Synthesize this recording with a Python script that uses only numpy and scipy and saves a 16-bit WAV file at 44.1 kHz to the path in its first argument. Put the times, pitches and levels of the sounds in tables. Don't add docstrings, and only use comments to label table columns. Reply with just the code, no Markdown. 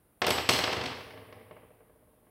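import sys
import numpy as np
from scipy import signal
from scipy.fft import rfft, irfft
from scipy.io import wavfile

SR = 44100
rng = np.random.default_rng(int(sys.argv[2]) if len(sys.argv) > 2 else 0)


def wav_record(signal):
    frames = np.transpose(np.atleast_2d(signal))
    bounded = np.clip(frames, -1, 1)
    quanta = np.round(bounded * 32767).astype(np.int16)
    wavfile.write(sys.argv[1], SR, quanta)


N = 101429
TIME, FREQS = np.arange(N) / SR, np.fft.rfftfreq(N, 1 / SR)


def gain(db):
    return 10 ** (np.asarray(db) / 20)


def look_up(hz, points, column=1):
    rows = np.array(points, float)
    return np.interp(np.log(np.maximum(hz, 1)), np.log(rows[:, 0]), rows[:, column])


def convolve(sound, response):
    return signal.fftconvolve(sound, response)[:N]


def colour(points, size=4096):
    levels = gain(look_up(np.fft.rfftfreq(size, 1 / SR), points))
    cepstrum = irfft(np.log(levels))
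    cepstrum[1:size // 2] *= 2
    cepstrum[size // 2 + 1:] = 0
    return irfft(np.exp(rfft(cepstrum)))


def add(track, start_s, sound):
    i = int(start_s * SR)
    track[i:i + len(sound)] += sound[:max(N - i, 0)]


def ring(notes):
    out = 0
    for hz, db, t60 in notes:
        wave = np.cos(2 * np.pi * hz * TIME) * np.exp(-np.log(1000) * TIME / t60)
        out = out + gain(db) * wave / np.linalg.norm(wave)
    return out


def noise(points):
    shaped = irfft(rfft(rng.standard_normal(N)) * gain(look_up(FREQS, points)), N)
    return shaped / shaped.std()


# (frequency [Hz], level [dB])
RUMBLE_COLOUR = [(20, -36), (45, 0), (80, -2.5), (150, -9), (300, -8), (600, -14), (1500, -22),
                 (3500, -32.5), (7000, -41.5), (16000, -59.5)]
HISS_COLOUR = [(5000, -34.5), (7800, -13.5), (9600, 1.5), (12000, -1.5), (16000, -2)]
# (time [s], level [dB])
HISS_LEVELS = [(0, -72.5), (.2, -70.5), (.5, -75), (0.999, -64), (1.4, -67.5), (1.899, -71.5), (2.3, -71.5)]


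def background(rumble_db=-67.5):
    swell = gain(np.interp(TIME, *np.array(HISS_LEVELS).T))
    return noise(RUMBLE_COLOUR) * gain(rumble_db) + noise(HISS_COLOUR) * swell


# (frequency [Hz], level [dB], ring time [s])
ECHO_BANDS = [(60, 9, 1.3), (130, 4.5, 0.77), (300, 13.5, 0.42), (600, 14.5, 0.33), (1200, 10.5, 0.88),
              (2400, 11.5, 0.83), (4670, 10.5, 0.76), (8000, 4.5, .65), (15000, 8.5, 0.56)]


def room_echo(count=18, build_s=0.0043):
    white = rfft(rng.standard_normal(N))
    centres = np.geomspace(ECHO_BANDS[0][0], ECHO_BANDS[-1][0], count)
    build_up = 1 - np.exp(-TIME / build_s)
    out = 0
    for centre, pick in zip(centres, np.eye(count)):
        band = irfft(white * look_up(FREQS, list(zip(centres, pick))), N)
        fade = build_up * np.exp(-np.log(1000) * TIME / look_up(centre, ECHO_BANDS, 2))
        out = out + gain(look_up(centre, ECHO_BANDS)) * band * fade / np.linalg.norm(fade)
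    return out


# (pitch [Hz], relative level [dB])
ROOM_NOTES = [(107.7, -53), (129.2, -53), (269.2, -56.5), (296.1, -76.5), (387.6, -53), (457.6, -58),
              (565.2, -70.5), (602.9, -70.5), (705.2, -74), (753.7, -64)]


def standing_waves(strongest_db=-17.5, ring_s=1.2):
    top = max(db for _, db, in ROOM_NOTES)
    return ring([(hz, db - top + strongest_db, ring_s) for hz, db in ROOM_NOTES])


# (pitch [Hz], level [dB], ring time [s])
TABLE_NOTES = [(180, -9, 0.1), (231.3, -13.5, 0.13), (273, -13, .3), (444, -10, 0.11), (589.6, -17, 0.2),
               (616, -10.5, 0.12), (766.3, -14, 0.19), (987, -12, 0.34), (1082, -10.5, 0.035)]


def table_top(force):
    return convolve(force, ring(TABLE_NOTES))


# (travel time at 1 kHz [s], level [dB])
BENDING_PATHS = [(.0021, -4.5), (.0048, -3.5)]


def bending_waves(size=4096):
    hz = np.fft.rfftfreq(size, 1 / SR)
    return irfft(sum(gain(db) * np.exp(-4j * np.pi * s * np.sqrt(1000 * hz)) for s, db in BENDING_PATHS))


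def edge_echoes(peak_s, decay_s, size=2048):
    t = np.arange(size) / SR
    shape = np.minimum(t / peak_s, 1) ** 2 * np.exp(-np.maximum(t - peak_s, 0) / decay_s)
    cluster = rng.standard_normal(size)
    for _ in range(3):
        spectrum = rfft(cluster * shape)
        cluster = irfft(spectrum / (np.abs(spectrum) + 1e-12)) / np.maximum(shape, .1)
    return cluster * shape / np.linalg.norm(cluster * shape)


# (time [s], pitch [Hz], level [dB])
TINKS = [(0.2676, 9010, -1.5), (0.267, 13980, 8.5), (0.277, 13010, -0.5), (0.2925, 9400, -2.5),
         (0.2945, 12600, -5.5), (0.3055, 11420, 4)]


def tinks(ring_s=0.0043):
    out = np.zeros(N)
    for s, hz, db in TINKS:
        add(out, s, ring([(hz, db, ring_s)]))
    return out


# (time [s], level [dB], brightness [dB], treble limit [Hz])
BUMPS = [(1.008, -22, 7, 4170), (1.041, -27.5, -12, 3500), (1.07, -22, -13, 3500), (1.107, -23.5, 8, 5500),
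         (1.138, -21.5, -2, 3500), (1.175, -22, 3.5, 4470), (1.215, -30, 1, 3530),
         (1.255, -30.5, 4.5, 3090), (1.289, -30.5, 2, 3500), (1.3257, -22, 5.5, 5540),
         (1.366, -24.5, -9, 3530), (1.411, -31, 4, 3260), (1.466, -32, -4.5, 2540), (1.5104, -20, 0, 3170),
         (1.566, -23.5, -1, 2870), (1.633, -25.5, -9.5, 2485), (1.7061, -27.5, -11, 2400),
         (1.806, -30, -3, 2400), (1.897, -32.5, -7.5, 1980), (1.959, -34, -10, 1516),
         (2.027, -34.5, -12, 1497), (2.074, -37.5, -6, 2200), (2.132, -37, -12.5, 1500),
         (2.179, -40, -10, 1487), (2.229, -36, -12.5, 1496), (2.269, -35, -1, 1990)]
# (time [s], level [dB])
ROLL_LEVELS = [(.8, -44), (1.0, -63.5), (1.15, -55.5), (1.42, -62.5), (1.55, -68), (1.9, -77.5),
               (2.3, -74.5)]
# (frequency [Hz], level [dB])
BUMP_COLOUR = [(40, -3), (105, 2), (220, -6.5), (400, -2), (540, 1.5), (615, 2), (700, -4), (830, -5.5),
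               (1050, -5.5), (1450, -7.5), (2000, -4.5), (3300, -12.5), (5500, -16.5), (9000, -17.5),
               (16000, -46)]
ROLL_COLOUR = [(40, -8), (75, 4), (105, 13), (150, -1.5), (280, 3), (350, -5.5), (460, 5.5), (620, -6.5),
               (800, -2.5), (1100, -8), (1500, -8.5), (2100, -9.5), (3300, -8.5), (5500, -20), (9000, -35)]


def rolling(trim_db=-0.5, cut_db=-15.5, edge_db=1, bending_db=5):
    force, edges = np.zeros(N), np.zeros(N)
    swell = gain(np.interp(TIME, *np.array(ROLL_LEVELS).T)) * (TIME > ROLL_LEVELS[0][0])
    rumble = convolve(rng.standard_normal(N) * swell, colour(ROLL_COLOUR))
    for s, db, bright_db, top_hz in BUMPS:
        brightness = colour([(650, 0), (2000, bright_db)])
        treble_cut = colour([(top_hz, 0), (2 * top_hz, cut_db)])
        push = gain(db + trim_db) * convolve(brightness, treble_cut)
        add(force, s, push)
        add(edges, s, gain(edge_db) * convolve(push, edge_echoes(peak_s=0.0049, decay_s=0.0048)))
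    waves = edges + gain(bending_db) * convolve(force, bending_waves())
    hollow = colour(BUMP_COLOUR)
    return convolve(force, hollow) + rumble, convolve(waves, hollow)


# (pitch [Hz], level [dB], ring time [s])
BARREL_NOTES = [(2810, -28.5, .035), (3396, -31.5, .03), (4195, -20.5, 0.046), (4270, -19.5, 0.0396),
                (6330, -20.5, .015), (7750, -14.5, .02), (7900, -14.5, 0.12), (11860, -16, .014),
                (11940, -13, .025)]
# (time [s], level [dB], thump [dB], knock [dB], clack [dB], tick [dB],
# low barrel notes [dB], high barrel notes [dB])
BLOWS = [(0.2180, -0.5, -6, -2.5, -4.5, -10, -9.5, -4), (0.244, -13, 6, 7, 6, -8.5, -12, -9),
         (0.2677, -7, 2, 8, 4.5, -1, -13, -28), (0.279, -11.5, 6.5, 9.5, 6, -1.5, -11.5, -19),
         (0.3056, -5.5, 3, 2.5, 6, 2.5, -14.5, 8), (0.3814, -11, -5, 3.5, 2, -12, -4, 8.5),
         (0.4904, 2, 4, -1, 4, 6, 3.5, 0), (0.534, -12, 9.5, 3, 3.5, 11, -9, -5),
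         (0.5875, -4.5, 4, -1.5, -6, -0.5, -12, -11), (0.6390, -9, -6.5, 3.5, 8, -8.5, -12, 6),
         (0.6758, -6, -4.5, 1.5, -15, -22, 2, -5), (0.717, -16, 10.5, -1, 1, -13, 4, 3),
         (0.7286, -7.5, -3.5, 0, -2.5, -4.5, -5, -2), (0.767, -14.5, 13, 4.5, -2, -8, -9, -2),
         (0.8115, -13, 7.5, -4, 1.5, -11, -14, -5), (0.8377, -15.5, 7, 1.5, 0, -4, -21, -9),
         (0.8585, -13, 0.5, 0, 4, -4, -9, -1), (0.916, -21.5, 6, 2.5, 0, -22, -9, -7),
         (0.957, -36, 16, 13, -7, -15, -6, -3), (0.982, -41, 8, 24, -18, -9, 0, 2)]


def blows(trim_db=-1, edge_db=10, bending_db=-1):
    pencil, edges = np.zeros(N), np.zeros(N)
    low, high = ring(BARREL_NOTES[:5])[:SR // 8], ring(BARREL_NOTES[5:])[:SR // 8]
    for s, db, thump, knock, clack, tick, low_db, high_db in BLOWS:
        tone = [(110, thump), (500, knock), (1700, 0), (4400, clack), (10000, tick)]
        push = gain(db + trim_db) * colour(tone)
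        add(pencil, s, push)
        add(pencil, s, convolve(push, gain(low_db) * low + gain(high_db) * high))
        add(edges, s, gain(edge_db) * convolve(push, edge_echoes(peak_s=0.003, decay_s=0.0034)))
    waves = edges + gain(bending_db) * convolve(pencil, bending_waves())
    wave_colour = colour([(100, -9.5), (500, -5), (2000, 1), (5000, 0), (9000, -4), (15000, -9.5)])
    return pencil, convolve(waves, wave_colour)


# (frequency [Hz], level [dB])
SNAP_COLOUR = [(100, -1), (600, -3), (1500, -13), (3200, 8.5), (6000, -2.5), (9000, 4), (12500, 8),
               (16000, 3)]
# (frequency [Hz], level [dB])
CONTACT_COLOUR = [(25, -26.5), (48, -55.5), (75, 6), (120, 4.5), (200, 2.5), (400, 5), (700, 6.5),
                  (1100, 5.5), (1450, 2.5), (2000, 3.5), (3000, 2), (4000, -3), (5300, -1.5), (6900, -12),
                  (8500, -10), (10500, -16.5), (16000, -24)]


def scene(blow_table_db=-4, roll_direct_db=-7, roll_room_db=-4, tink_room_db=-12):
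    pencil, blow_waves = blows()
    roll, roll_waves = rolling()
    metal = tinks()
    table = table_top(gain(blow_table_db) * pencil + roll) + blow_waves + roll_waves
    snap = convolve(pencil, colour(SNAP_COLOUR))
    near = snap + gain(roll_direct_db) * roll + table + metal
    into_room = pencil + gain(roll_room_db) * roll + gain(tink_room_db) * metal
    far = convolve(into_room, room_echo() + standing_waves())
    contacts = convolve(near + far, colour(CONTACT_COLOUR)) * gain(-1)
    return (contacts + background())[None]


def record(dry, ceiling=0.49, top_hz=15800):
    rounded = ceiling * np.tanh(dry / ceiling)
    return signal.sosfilt(signal.ellip(10, .2, 70, top_hz, fs=SR, output="sos"), rounded)


dry = scene()
out = record(dry)
wav_record(out)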